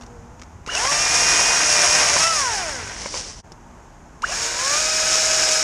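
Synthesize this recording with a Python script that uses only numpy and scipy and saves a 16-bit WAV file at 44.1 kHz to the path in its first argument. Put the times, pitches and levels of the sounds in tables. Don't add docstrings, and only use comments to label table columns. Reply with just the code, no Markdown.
import sys
import numpy as np
from scipy import signal
from scipy.fft import rfft, irfft
from scipy.io import wavfile
from scipy.ndimage import uniform_filter1d

SR = 44100
rng = np.random.default_rng(int(sys.argv[2]) if len(sys.argv) > 2 else 0)


def inscribe(sig):
    pcm = np.round(np.clip(np.atleast_2d(sig).T, -1, 1) * 32767)
    wavfile.write(sys.argv[1], SR, pcm.astype(np.int16))


N = 248283
T = np.arange(N) / SR
FULL_HZ = 620
DIP_S, DIP_FALL_S, DIP_DB = 3.423, .022, -23


def undb(db):
    return 10 ** (np.asarray(db) / 20)


def unit(x):
    return x / np.sqrt(np.mean(x ** 2))


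def columns(rows):
    s, *cols = np.transpose(rows)
    return [np.interp(T, s, c) for c in cols], (T >= s[0]) & (T <= s[-1])


def colour(x, points):
    hz, db = np.transpose(points)
    f = np.fft.rfftfreq(N, 1 / SR) + 1
    gain = undb(np.interp(np.log(f), np.log(hz), db))
    return unit(irfft(rfft(x) * gain, N))


def band(x, order, edges_hz):
    return signal.sosfilt(signal.butter(order, edges_hz, "band", fs=SR, output="sos"), x)


def boost(x, peaks):
    return x + sum(undb(db) * signal.lfilter(*signal.iirpeak(hz, hz / width_hz, SR), x)
                   for hz, width_hz, db in peaks)


def walk(rate_hz):
    k = int(SR / rate_hz)
    held = np.repeat(rng.standard_normal(N // k + 1), k)
    return 1.225 * uniform_filter1d(uniform_filter1d(held, k), k)[:N]


def grains(per_s, spread_db):
    hit = rng.random(N) < per_s / SR
    return hit * rng.standard_normal(N) * undb(spread_db * np.minimum(rng.exponential(size=N), 5))


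def sing(hz, db, waver_db, rate_hz=40):
    phase = 2 * np.pi * np.cumsum(hz) / SR
    return np.sqrt(2) * undb(db + waver_db * walk(rate_hz)) * np.sin(phase)


def per_octave(db, hz):
    return db * np.log2(hz / FULL_HZ)


# pull in s, whistle in dB, low squeal in dB, high squeal in dB,
# rattle and rasp at full speed without load in dB.
PULLS = [(.662, -34, -21.5, -22, -21.5, -27.5), (4.212, -43, -21, -28, -22, -29.5)]
RATTLE_DB_PER_OCTAVE, RATTLE_LOAD_DB = 8.5, 4
RASP_DB_PER_OCTAVE, RASP_LOAD_DB = 5, 6
SLACK_S, SLACK_DB = 0.042, -2.5


def saw(run):
    pull_s, *start_db, rattle_db, rasp_db = PULLS[run]
    hz, load, lowest_db, turning = motion(pull_s, RUNNING[run])

    slack = np.exp(-(np.maximum(T - pull_s, 0) / SLACK_S) ** 6)
    rattle_db = rattle_db + per_octave(RATTLE_DB_PER_OCTAVE, hz) + RATTLE_LOAD_DB * load + SLACK_DB * slack
    rasp_db = rasp_db + per_octave(RASP_DB_PER_OCTAVE, hz) + RASP_LOAD_DB * load

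    sweep = sweep_share(hz)
    hz = hz * (1 + 0.002176 * walk(30))
    shared_flutter = walk(24.89)
    lines = motor_lines(run, hz, load, sweep, lowest_db) + sprocket_lines(hz, rasp_db)
    rattle = undb(rattle_db) * chain_rattle(run, hz, shared_flutter)
    rasp = undb(rasp_db) * teeth_rasp(run, shared_flutter)
    return turning * (lines + rattle + rasp) + start_up(pull_s, *start_db)


# time in s, pole rate in Hz,
# load on the teeth 0-1, level of the line near the pole rate in dB.
RUNNING = [
    [(.79, 419.3, 0.27, -54), (.848, 516.7, 0.1, -34), (.89, 565.6, 0, -39), (.928, 591, 0.5, -36.5),
     (1.0, 600.6, 0.35, -41), (1.2, 613.4, 0.87, -67), (1.6, 620.4, 0.89, -40), (1.7, 610, 0.87, -31.5),
     (1.832, 598.4, 1, -36), (2.014, 623.3, 1, -30), (2.08, 596, 1, -35), (2.125, 582.6, 0.8, -37),
     (2.16, 596.4, .9, -24.5), (2.208, 638.4, 0.66, -36), (2.258, 664.6, 0.13, -30), (2.298, 665.6, 0, -34),
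     (2.35, 631, 0, -37.5)],
    [(4.335, 401.4, 0, -60), (4.36, 446, 0, -58), (4.412, 469.6, 0, -45), (4.55, 473, 0, -47),
     (4.634, 525.7, 0, -37.5), (4.712, 576.4, 0.26, -38), (4.808, 628.6, 0.15, -33),
     (4.9, 634.3, 0.08, -33.5), (5.2, 640.6, 0.4, -33), (5.55, 634.4, 0.51, -30), (5.63, 641, 0.37, -33)],
]
SPIN_UP_HZ, SPIN_UP_HZ_PER_S = 70.24, 2700
COAST_S, DRAG_HZ, STOP_HZ, COAST_DB_PER_OCTAVE = .62, 146.5, 88.7, 10
ATTACK_S = .012


def motion(pull_s, running):
    (hz, load, line_db), _ = columns([(pull_s, SPIN_UP_HZ, 0, -70), *running])
    climb_hz = SPIN_UP_HZ + SPIN_UP_HZ_PER_S * np.maximum(T - pull_s, 0)
    hz = np.where(T < running[0][0], np.minimum(hz, climb_hz), hz)
    released_s = np.maximum(T - running[-1][0], 0)
    coast_hz = np.maximum((hz + DRAG_HZ) * np.exp(-released_s / COAST_S) - DRAG_HZ, 20)
    line_db = line_db + COAST_DB_PER_OCTAVE * np.log2(coast_hz / hz)
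    turning = np.clip((T - pull_s) / ATTACK_S, 0, 1) * (coast_hz > STOP_HZ)
    return coast_hz, load, line_db, turning


FULL_SWEEP_HZ_PER_S, SWEEP_SMOOTH_S = 600, 0.042


def sweep_share(hz):
    hz_per_s = uniform_filter1d(abs(np.gradient(hz)) * SR, int(SWEEP_SMOOTH_S * SR))
    return np.minimum(hz_per_s / FULL_SWEEP_HZ_PER_S, 1)


# multiple of the pole rate, level at steady free
# full speed before the casing in dB, change under full load in dB, change in a full sweep in dB.
MULTIPLES = [
    [(2, -31.5, -3.5, 5.5), (3, -40, -3, 0.5), (4, -35, 2.5, -5.5), (4.5, -36.5, -1, -7), (5, -49, -5, 0),
     (6, -44.5, 3, 3.5), (7, -47.5, 0., 4.5), (8, -47, 3, 2.5)],
    [(2, -34, -1, 3), (3, -51, 0, 12), (4, -37.5, -9, 2.5), (4.5, -40, 2, -6), (6, -40.5, 0., -7),
     (8, -41.5, 14.5, -5)],
]
# frequency in Hz, gain in dB.
CASING = [
    [(300, -15), (600, -3), (870, -1), (1000, 4), (1150, 0.5), (1250, -7), (1340, 6.5), (1550, 9.5),
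     (1900, 0), (2450, 4), (3100, 1.5), (3700, -6.5), (5200, 8)],
    [(400, -12), (600, 2), (740, 4), (870, -13), (960, -3.5), (1190, 4), (1250, -3), (1450, -5), (1700, 4),
     (1950, -15), (2400, 6), (2700, -1.5), (3700, -0.5), (5200, 3.5)],
]
LINE_DB_PER_OCTAVE = 7


def motor_lines(run, hz, load, sweep, lowest_db):
    def flutter(k, db):
        return sing(k * hz, db, waver_db=.8 + .38 * k, rate_hz=30 + 10 * k)

    lines = flutter(0.99, lowest_db)
    for k, db, load_db, sweep_db in MULTIPLES[run]:
        casing_db = np.interp(k * hz, *np.transpose(CASING[run]))
        speed_db = per_octave(LINE_DB_PER_OCTAVE, hz)
        lines = lines + flutter(k, db + load_db * load + sweep_db * sweep + casing_db + speed_db)
    return lines


# multiple of the shaft rate, level against the rasp in dB.
SPROCKET = [(1, -26.5), (2, -29), (3, -25.5), (5, -20.5), (6, -25.5), (9, -18.5), (10, -25.5), (11, -27),
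            (13, -21.5), (20, -32)]


def sprocket_lines(hz, rasp_db):
    return sum(sing(k * hz / 4, rasp_db + db, waver_db=4.0) for k, db in SPROCKET)


# frequency in Hz, relative density in dB per Hz.
RATTLE = [
    [(200, -42), (1000, -24), (2500, -13), (4000, -14), (5000, -5.5), (6000, -7.5), (8000, -9),
     (10000, -13), (11500, -30), (14000, -33)],
    [(200, -40), (1000, -20.5), (2500, -10.5), (4000, -8.5), (5000, -5), (6000, -8.5), (7200, -4.5),
     (10000, -15), (11500, -29), (14000, -27)],
]
# frequency in Hz, width in Hz, gain in dB.
HOUSING = [(5665, 630, 9.5), (6510, 320, 7.5)]


def chain_rattle(run, hz, shared_flutter):
    rattle = unit(boost(colour(grains(22000, spread_db=1.0), RATTLE[run]), HOUSING))
    rattle = rattle * undb(0.97 * shared_flutter + 0.38 * walk(90))
    dull = signal.sosfiltfilt(signal.butter(2, 8500, fs=SR, output="sos"), rattle)
    return dull + (rattle - dull) * (hz / FULL_HZ) ** 0.13


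# frequency in Hz, relative density in dB per Hz.
RASP = [
    [(100, -38), (160, -15.5), (340, -9), (600, -6), (1200, -4), (2300, -2), (3000, -7), (4500, -11),
     (8000, -52)],
    [(100, -14.5), (160, -24.5), (340, -12), (600, -6.5), (900, -9.5), (1500, -2.5), (2300, -8),
     (3000, -11.5), (4500, -15), (8000, -50)],
]
# frequency in Hz, width in Hz, gain in dB.
BODY = [
    [(704, 36, 5), (957, 160, -1), (1556, 63, 0), (1890, 160, -4.5)],
    [(670, 170, -6), (1530, 19, 4), (1677, 25, 2), (2370, 160, 3)],
]


def teeth_rasp(run, shared_flutter):
    rasp = unit(boost(colour(grains(9000, spread_db=-0.03), RASP[run]), BODY[run]))
    return rasp * undb(0.27 * shared_flutter + 1.17 * walk(70))


# time after the pull in s, frequency in Hz,
# level against the whistle level of the pull in dB.
WHISTLE = [(.004, 2680, -22), (.02, 2840, -1), (.05, 2820, 4), (.098, 2920, -1), (.128, 2930, -9)]
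# time after the pull in s, frequency in Hz.
CHIRP = [(.012, 801), (.022, 1000), (.032, 1440), (.042, 1850), (.054, 2170), (.098, 2500), (.113, 2700),
         (.126, 2800), (.138, 3050)]
SQUEALS_S, SQUEAL_DB_PER_MS, CHIRP_FLOOR_DB = (.032, .113), 1.5, -48


def start_up(pull_s, whistle_db, *squeal_db):
    (hz, db), whistling = columns(np.add(WHISTLE, [pull_s, 0, whistle_db]))
    whistle = sing(hz * (1 + 0.027 * walk(300)), db, waver_db=4.0, rate_hz=170)
    (chirp_hz,), chirping = columns(np.add(CHIRP, [pull_s, 0]))
    peaks_db = [top_db - SQUEAL_DB_PER_MS * 1000 * abs(T - pull_s - s)
                for s, top_db in zip(SQUEALS_S, squeal_db)]
    chirp_db = np.maximum(np.maximum(*peaks_db), CHIRP_FLOOR_DB)
    return whistling * whistle + chirping * sing(chirp_hz, chirp_db, waver_db=4.5)


# time in s, knock peak in dB, pitch in Hz,
# crack drive before filtering in dB.
SNAPS = [(.011, -35, 670, -36), (0.02, -35, 910, -35), (0.034, -34, 706, -37), (0.063, -42, 900, -40),
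         (0.3956, -36, 1500, -39), (0.4164, -31, 1750, -33), (0.4212, -27, 1260, -43),
         (.433, -36, 1300, -38), (0.663, -25, 1360, -28), (.675, -21.5, 258, -27),
         (0.7505, -14, 1540, -11.5), (0.852, -10, 790, -30), (0.873, -10, 1100, -30),
         (2.088, -28, 1550, -15), (2.165, -9, 585, -23), (2.224, -18, 1385, -13), (2.231, -8, 1247, -8),
         (2.238, -13, 1330, -16), (3.0587, -16.5, 559, -24), (3.141, -19, 560, -32), (3.153, -23, 525, -32),
         (3.166, -31, 497, -24), (3.219, -36.5, 930, -28), (3.5193, -27.5, 189, -31.5),
         (3.7086, -53, 890, -54), (4.221, -26, 2200, -25), (5.155, -18, 641.6, -10), (5.488, -16, 1900, -9)]
# pitch ratio, relative level in dB, share of the ring time.
TWIG = [(1, -1.5, 0.77), (1.75, 1, 0.49), (2.9, -9.5, 0.72), (4.0, -2.5, 0.44), (5.0, -12, 0.24)]
RING_CYCLES, LONGEST_RING_S, CRACK_S = 22, .042, .033
PART_S = .00027


def snaps():
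    knocks, cracks = np.zeros(N + 4096), np.zeros(N + 4096)
    t = np.arange(4096) / SR
    rise = 1 - np.exp(-t / PART_S)
    for s, knock_db, hz, crack_db in SNAPS:
        i = int(s * SR)
        ring_s = min(RING_CYCLES / hz, LONGEST_RING_S)
        ring = rise * sum(undb(db) * np.sin(2 * np.pi * ratio * hz * t) * 1000. ** (-t / (ring_s * share))
                          for ratio, db, share in TWIG)
        knocks[i:i + len(t)] -= undb(knock_db) * ring / np.abs(ring).max()
        cracks[i:i + len(t)] += undb(crack_db) * rise * 1000. ** (-t / CRACK_S)
    splinters = boost(cracks[:N] * rng.standard_normal(N), HOUSING)
    return knocks[:N] + .5 * band(splinters, 3, [1800, 7600])


# time in s, level before flutter in dB.
RUSTLE = [(2.9, -55), (2.98, -34.5), (3.1, -35.5), (3.15, -29), (3.39, -44), (3.42, -48)]
# frequency in Hz, relative density in dB per Hz.
LEAVES = [(120, -38), (200, -9.5), (568, -7), (632, -9.5), (4050, -11), (5580, 0.5), (9820, -19.5),
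          (13800, -62)]


def rustle():
    (db,), brushing = columns(RUSTLE)
    leaves = colour(grains(14000, spread_db=0.0), LEAVES)
    return brushing * undb(db + 1.4 * walk(60)) * leaves


def background_level(before_after_db, drift_db):
    return undb(np.where(T < DIP_S, *before_after_db) + drift_db)


RUMBLE_DB = (-44.5, -49)


def wind_rumble():
    rumble = unit(band(rng.standard_normal(N), 2, [30, 68]))
    return background_level(RUMBLE_DB, 1.2 * walk(2.875)) * rumble


DRONE_DB = (-48, -58)
GUST_S, GUST_LASTS_S, GUST_DB = 2.85, .09, 11


def low_drone():
    drone = unit(band(rng.standard_normal(N), 2, [72, 102]))
    gust_db = GUST_DB * np.exp(-((T - GUST_S) / GUST_LASTS_S) ** 2)
    return background_level(DRONE_DB, gust_db + 2 * walk(4.03)) * drone


# frequency in Hz, relative density in dB per Hz.
FAR = [(65, -40), (110, -5), (190, -4), (210, -8.5), (242, -4), (262, -9.5), (409, -12), (481, -14.5),
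       (936, -9), (1220, -16), (1520, -18), (4170, -37), (6640, -25), (8300, -37.5), (13800, -52)]
TRAFFIC_DB = (-46, -46)


def distant_traffic():
    far = colour(rng.standard_normal(N), FAR)
    return background_level(TRAFFIC_DB, 0.51 * walk(5.4)) * far


# time in s, frequency in Hz, level in dB, octave against it in dB.
HUM = [(0, 241, -43, -12), (.07, 236, -54.5, -9), (.14, 242.5, -48.5, 4), (.2, 229, -58, 7),
       (.33, 247.5, -56.5, -1), (.45, 256, -65, 4)]


def far_hum():
    (hz, db, octave_db), on = columns(HUM)
    return on * (sing(hz, db, waver_db=1.5) + sing(2 * hz, db + octave_db, waver_db=1.5))


def scene():
    background = wind_rumble() + low_drone() + distant_traffic() + far_hum()
    dip_db = DIP_DB * np.maximum(1 - abs(T - DIP_S) / DIP_FALL_S, 0)
    mono = (saw(0) + saw(1) + snaps() + rustle() + background) * undb(dip_db)
    return np.array([mono, mono])


TOP_HZ = 13900


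def record(dry):
    return signal.sosfilt(signal.ellip(10, .2, 75, TOP_HZ, fs=SR, output="sos"), dry)


dry = scene()
out = record(dry)
inscribe(out)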